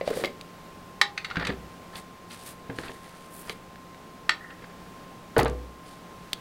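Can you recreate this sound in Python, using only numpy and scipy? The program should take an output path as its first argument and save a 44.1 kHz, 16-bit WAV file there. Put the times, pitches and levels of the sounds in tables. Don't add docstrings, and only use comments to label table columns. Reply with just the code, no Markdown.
import sys
import numpy as np
from scipy import signal
from scipy.fft import rfft, irfft, next_fast_len
from scipy.io import wavfile
from scipy.ndimage import uniform_filter1d, map_coordinates

SR = 44100
rng = np.random.default_rng(int(sys.argv[2]) if len(sys.argv) > 2 else 0)


def natural_amplitude(level_db):
    exponent = np.asarray(level_db, float) / 20
    return 10 ** exponent


def generate_wav(sig):
    pcm = np.round(np.clip(np.atleast_2d(sig).T, -1, 1) * 32767).astype(np.int16)
    wavfile.write(sys.argv[1], SR, pcm)


N = 282504
SPAN = 14400
T = np.arange(SPAN) / SR


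def unit(x):
    return x / np.sqrt(np.mean(x ** 2) + 1e-20)


def along(points, hz):
    f, v = np.transpose(points)
    return np.interp(np.log(hz + 1), np.log(f + 1), v)


def wobble(knots_per_s):
    knots = rng.standard_normal(int(N * knots_per_s / SR) + 4)
    return map_coordinates(knots, [np.arange(N) * knots_per_s / SR])


def coloured(noise, spectrum):
    m = next_fast_len(N + 8192)
    gain = natural_amplitude(along(spectrum, np.fft.rfftfreq(m, 1 / SR)))
    return unit(irfft(rfft(noise, m) * gain, m)[:N])


def add(track, start_s, sound):
    part = track[max(round(start_s * SR), 0):][:len(sound)]
    part += sound[:len(part)]


def stroke(start_s, length_s, first_db, last_db):
    touch_db_per_s, lift_db_per_s = 516, 362
    t = np.arange(N) / SR - start_s
    fade_db = touch_db_per_s * np.maximum(-t, 0) + lift_db_per_s * np.maximum(t - length_s, 0)
    pressure_db = np.interp(t, [0, max(length_s, 0.005)], [first_db, last_db])
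    return natural_amplitude(pressure_db - fade_db)


def ring(modes, centre_hz, octaves, freedom):
    hz, db, t60_s = np.transpose(modes)[:, :, None]
    bell_db = -6 * (np.log2(hz / centre_hz) / octaves) ** 2
    db = db + bell_db + 1.54 * rng.standard_normal(hz.shape)
    hz = hz * (1 + 0.0083 * rng.standard_normal(hz.shape))
    decay = natural_amplitude(db - 60 * T / (freedom * t60_s))
    return np.sum(decay * np.sin(2 * np.pi * hz * T), axis=0)


def crack(centre_hz, octaves_below, octaves_above, t60_s, rise_s):
    octaves = np.log2((np.fft.rfftfreq(SPAN, 1 / SR) + 1) / centre_hz)
    bell_db = -6 * (octaves / np.where(octaves < 0, octaves_below, octaves_above)) ** 2
    noise = unit(irfft(rfft(rng.standard_normal(SPAN)) * natural_amplitude(bell_db)))
    return noise * natural_amplitude(-60 * T / t60_s) * (1 - np.exp(-T / rise_s))


# (f/Hz, t60/s)
ROOM_T60 = [(200, 0.51), (1500, 0.19), (4500, 0.19), (6000, 0.17), (14000, 0.082)]


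def reverberant(sound, wet_db):
    hz, t, z = signal.stft(rng.standard_normal(SPAN), SR, nperseg=256)
    decay = natural_amplitude(-60 * t / along(ROOM_T60, hz)[:, None])
    tail = signal.istft(z * decay, SR, nperseg=256)[1]
    tail = np.pad(tail / np.linalg.norm(tail), (130, 0))
    return sound + natural_amplitude(wet_db) * signal.fftconvolve(sound, tail)[:SPAN]


# (f/Hz, relative level/dB per Hz)
AIR_SPECTRUM = [(25, -11.5), (60, -10), (144, -7), (175, -5), (392, -9), (905, -13), (1730, -19),
                (4700, -27.5), (5400, -24.5), (15800, -30)]
# (f/Hz, level/dB)
FAN_TONES = [(175, -58.5), (1051, -54.5)]


def room_tone():
    air_gain = natural_amplitude(-48 + 0.86 * wobble(3.82))
    out = air_gain * coloured(rng.standard_normal(N), AIR_SPECTRUM)
    for hz, db in FAN_TONES:
        turns = np.cumsum(hz * (1 + 0.002006 * wobble(8))) / SR
        out += np.sqrt(2) * natural_amplitude(db + 0.8 * wobble(10)) * np.sin(2 * np.pi * turns)
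    return out


# (f/Hz, relative level/dB per Hz)
HISS_SPECTRUM = [(4500, -3), (7000, -2), (9000, 4), (11500, -1), (15800, -9)]
# (t/s, length/s, first level/dB, last level/dB, tilt/dB per octave)
SLIDES = [(0.07, 0.062, -41.5, -48, -8.5), (0.158, 0.087, -40, -46.5, -0.5), (1.963, 0.013, -44, -40.5, 0),
          (2.318, 0.14, -44, -54, -2.5), (2.457, 0.042, -43, -39.5, 4.5), (2.763, 0.093, -50.5, -46.5, -4),
          (2.9, 0.365, -55, -53.5, -1.5), (3.33, 0.1, -44.5, -47.5, 9.5), (3.46, 0.041, -51, -43, 1),
          (5.858, 0.1, -52.5, -54, -4)]


def slides():
    flutter_db = 2.5 * wobble(300) + 1.5 * wobble(40)
    paper = rng.standard_normal(N) * natural_amplitude(flutter_db)
    out = np.zeros(N)
    for *row, tilt_db in SLIDES:
        tilted = [(hz, db + tilt_db * np.log2(hz)) for hz, db in HISS_SPECTRUM]
        out += stroke(*row) * coloured(paper, tilted)
    return out


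# (f/Hz, relative level/dB per Hz)
RUMBLE_SPECTRUM = [(120, -16), (230, -1), (400, 5), (700, -3), (1100, -23)]
# (t/s, length/s, first level/dB, last level/dB)
RUMBLES = [(0.094, 0.025, -31, -36.5), (0.182, 0.069, -34.5, -33), (5.38, 0.0061, -50, -20.5)]


def rumbles(grit):
    rumble = coloured(rng.standard_normal(N) * grit, RUMBLE_SPECTRUM)
    return rumble * sum(stroke(*row) for row in RUMBLES)


# (f/Hz, relative level/dB per Hz)
SCRAPE_SPECTRUM = [(700, 4), (1300, 4.5), (1900, 6.5), (2600, -6.5), (4000, -6), (5000, -11), (6500, -48)]
# (t/s, length/s, first level/dB, last level/dB)
SCRAPES = [(0.067, 0.06, -48.5, -37.5), (0.21, 0.048, -36.5, -62), (1.293, 0.2, -47, -31.5),
           (1.958, 0.025, -43, -46), (2.481, 0.031, -52.5, -52.5), (2.837, 0.11, -42, -55.5),
           (3.023, 0.27, -51.5, -63), (3.458, 0.035, -45.5, -41), (4.62, 0.067, -46.5, -55)]


def scrapes(grit):
    scrape = coloured(rng.standard_normal(N) * grit, SCRAPE_SPECTRUM)
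    return scrape * sum(stroke(*row) for row in SCRAPES)


# (t/s, length/s, level/dB, f/Hz)
SQUEAKS = [(1.437, 0.022, -39, 1800), (4.41, 0.12, -51.5, 1880)]


def squeaks(grit):
    out = np.zeros(N)
    for start_s, length_s, db, hz in SQUEAKS:
        narrow = [(hz / 2, -60), (hz / 1.4, -10), (hz / 1.2, -16), (hz, 0), (hz * 1.4, -60)]
        squeak = coloured(rng.standard_normal(N), narrow) * grit
        out += squeak * stroke(start_s, length_s, db, db)
    return out


def rubs():
    grit = natural_amplitude(4 * wobble(160) + 2 * wobble(45))
    return scrapes(grit) + rumbles(grit) + squeaks(grit) + slides()


def chatter(count=8):
    start_s, gap_s, jitter_s = 5.3812, 0.0167, 0.00015
    first_hz, hz_ratio = 9700, 0.96
    first_db, loss_db, spread_db = -16, 2.4, 2.7
    out = np.zeros(N)
    for k, (late, louder) in enumerate(rng.standard_normal((count, 2))):
        if k % 3 == 2:
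            continue
        tick = crack(first_hz * hz_ratio ** k, 1.3, 0.47, t60_s=0.0074, rise_s=0.00021)
        db = first_db - k * loss_db + spread_db * louder
        add(out, start_s + k * gap_s + jitter_s * late, natural_amplitude(db) * tick)
    return out


# (f/Hz, level/dB, t60/s)
BOOM_MODES = [(61.5, -3, 0.56), (496, -8, .45)]
# (t/s, level/dB)
BOOMS = [(1.369, -38), (1.49, -48), (5.366, -32), (5.409, -28)]


def booms():
    out, t = np.zeros(N), np.arange(SR) / SR
    for start_s, db in BOOMS:
        swing = np.zeros(SR)
        for hz, mode_db, t60_s in BOOM_MODES:
            decay = natural_amplitude(mode_db - 60 * (t / t60_s) ** 2)
            swing += decay * np.sin(2 * np.pi * hz * (t + start_s))
        add(out, start_s, natural_amplitude(db) * (1 - np.exp(-t / 0.003)) * swing)
    return out


# (t/s, level/dB, f/Hz)
SNAPS = [(0.257, -22.5, 4000), (0.412, -31, 3750), (1.361, -48, 4700), (1.399, -40, 4670),
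         (1.452, -38, 4600), (2.787, -26.5, 1720), (2.917, -41, 2620), (3.474, -42, 6000),
         (3.496, -27.5, 4340), (3.758, -41, 1800), (3.946, -42, 2000), (6.3319, -15, 3520)]


def snaps():
    out = np.zeros(N)
    for start_s, db, hz in SNAPS:
        note = natural_amplitude(5) * np.sin(2 * np.pi * hz * T) * natural_amplitude(-60 * T * hz / 14)
        octaves_above = max(2.0 + 0.022 * db, 0.5)
        edge = natural_amplitude(-3) * crack(1.13 * hz, 0.88, octaves_above, t60_s=0.013, rise_s=0.000061)
        add(out, start_s, natural_amplitude(db) * reverberant(note + edge, wet_db=-18.5))
    return out


# (f/Hz, level/dB, t60 at freedom 1/s)
THUMP_MODES = [(117, -4.5, 0.18), (171, 2.5, 0.082), (265.5, -4, 0.17), (387, -5.5, 0.25),
               (451.6, 3.5, 0.1), (593, 11, 0.017), (750, -8, 0.059), (838, -1, 0.057), (1163, -9, 0.22)]
# (t/s, level/dB, colour centre f/Hz, freedom to ring: low when damped)
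THUMPS = [(0.012, -18.5, 548, 0.092), (0.077, -14, 577, 0.09), (0.111, -19, 440, 0.088),
          (0.173, -21.5, 490, 0.14), (0.1963, -25.5, 477, 0.1), (0.224, -29.5, 420, 0.11),
          (0.238, -20.5, 557, 0.3), (1.371, -31, 184, 0.8), (1.4916, -28.5, 206, 0.8),
          (2.696, -34, 237, 0.82), (2.787, -31.5, 312, 0.56), (2.892, -43, 390, 0.96),
          (3.498, -37, 440, 0.39), (5.367, -22.5, 460, 1), (5.376, -18, 513, 0.23),
          (5.385, -23.5, 130, 0.52), (5.392, -14, 766, 0.42), (5.408, -23, 620, 0.78),
          (5.43, -22, 262, 0.49), (5.457, -24, 654, 0.81)]


def thumps():
    out = np.zeros(N)
    for start_s, db, centre_hz, freedom in THUMPS:
        freedom = max(freedom, 0.1)
        thump = 2.12 * np.sin(2 * np.pi * centre_hz * T) * natural_amplitude(-60 * T * centre_hz / 11)
        ringing = freedom * natural_amplitude(4.5) * ring(THUMP_MODES, centre_hz, 1.0, freedom)
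        knock = (thump + ringing) * (1 - np.exp(-T / 0.0013))
        crunch = freedom * natural_amplitude(-1.0) * crack(centre_hz, 0.43, 1.46, 0.16 * freedom, rise_s=0.001)
        add(out, start_s, natural_amplitude(db) * reverberant(knock + crunch, wet_db=-10))
    return out


# (f/Hz, level/dB, t60 of the free jar/s)
JAR_MODES = [(393, 2.5, 0.12), (802.4, -8, 0.31), (1237, 5.5, 0.045), (1560, 6, 0.027), (1800, -3.5, 0.12),
             (2132, 4, 0.07), (2690, 1.5, 0.067), (3510, -8, 0.17), (3906, 6, 0.075), (4440, 3, 0.086),
             (4690, 5, 0.029), (6120, 5, 0.05), (7690, 0, 0.086)]
# (t/s, level/dB, colour centre/octaves above 1 kHz, contact softness/ms)
CLACKS = [(0.0107, -29.5, 1, 0.49), (0.0749, -31, 1.24, 0.47), (0.2373, -20.5, 0.87, 1.1),
          (0.2466, -21, 1.08, 0.1), (1.014, -2.5, 0.915, 0.75), (1.1762, -16, 1.04, 2.1),
          (1.2452, -17, 1.05, 3.4), (1.3005, -24.5, 0.94, 2.7), (1.311, -23, 0.48, 1.3),
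          (1.357, -20.5, 0.61, 1.1), (1.369, -21.5, 0.68, 0.18), (1.397, -21.5, 0.63, 1.7),
          (1.449, -19, 1, 1.9), (1.4694, -16, 1.3, 1), (1.955, -31, 1.8, 0.56), (2.3069, -32.5, 1.4, 2.2),
          (2.699, -32, 0.7, 0.3), (2.882, -34.5, 1.4, .25), (3.4958, -26, 1.22, 0.4),
          (4.293, -6.5, 0.87, 0.62), (4.503, -31.5, 0.66, 2.8), (5.3646, -20, 0.56, 0.55),
          (5.3913, -17, 0.92, 0.43), (5.4095, -19, 0.33, 0.31), (5.4576, -23.5, 0.57, 0.17)]


def clacks():
    contact_t60_s, t60_per_rise = 0.017, 4.2
    jar_freedom = 0.68
    out = np.zeros(N)
    for start_s, db, above, soft_ms in CLACKS:
        centre_hz, rise_s = 1000 * 2 ** above, max(soft_ms, 0.1) / 1000
        octaves = max(1.53 + 0.019 * db, 0.5)
        t60_s = contact_t60_s + t60_per_rise * rise_s
        snap = natural_amplitude(-3.0) * crack(centre_hz, 1.0, octaves, t60_s, rise_s)
        tap = natural_amplitude(3.0) * np.sin(2 * np.pi * centre_hz * T) * natural_amplitude(-60 * T * centre_hz / 24)
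        jar = natural_amplitude(-17.5) * ring(JAR_MODES, centre_hz, octaves, jar_freedom)
        body = (tap + jar) * (1 - np.exp(-T / rise_s))
        add(out, start_s, natural_amplitude(db) * reverberant(snap + body, wet_db=-9))
    return out


def scene():
    return (room_tone() + rubs() + chatter() + booms() + snaps() + thumps() + clacks())[None]


def gain_control(dry):
    threshold_db, attack_s, recovery_s = -14, 0.0067, 0.25
    over_db = np.maximum(20 * np.log10(np.abs(dry) + 1e-9) - threshold_db, 0)
    held_db = uniform_filter1d(over_db, 220, axis=1)
    keep = np.exp(-1 / (recovery_s * SR))
    cut_db = signal.lfilter([1 / (attack_s * SR)], [1, -keep], held_db, axis=1)
    return dry * natural_amplitude(-np.minimum(cut_db, 8))


# (f/Hz, level/dB)
MIC_RESPONSE = [(4700, 1), (5400, -3.5), (12000, -6.5)]


def microphone(sound):
    top_hz = 15850
    hz = np.fft.rfftfreq(N, 1 / SR)
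    return irfft(rfft(sound) * natural_amplitude(along(MIC_RESPONSE, hz)) * (hz < top_hz), N)


def top_cut(x):
    return signal.sosfilt(signal.butter(12, 16740, fs=SR, output="sos"), x)


def record(dry):
    mix = microphone(gain_control(dry))
    return top_cut(mix)


dry = scene()
out = record(dry)
generate_wav(out)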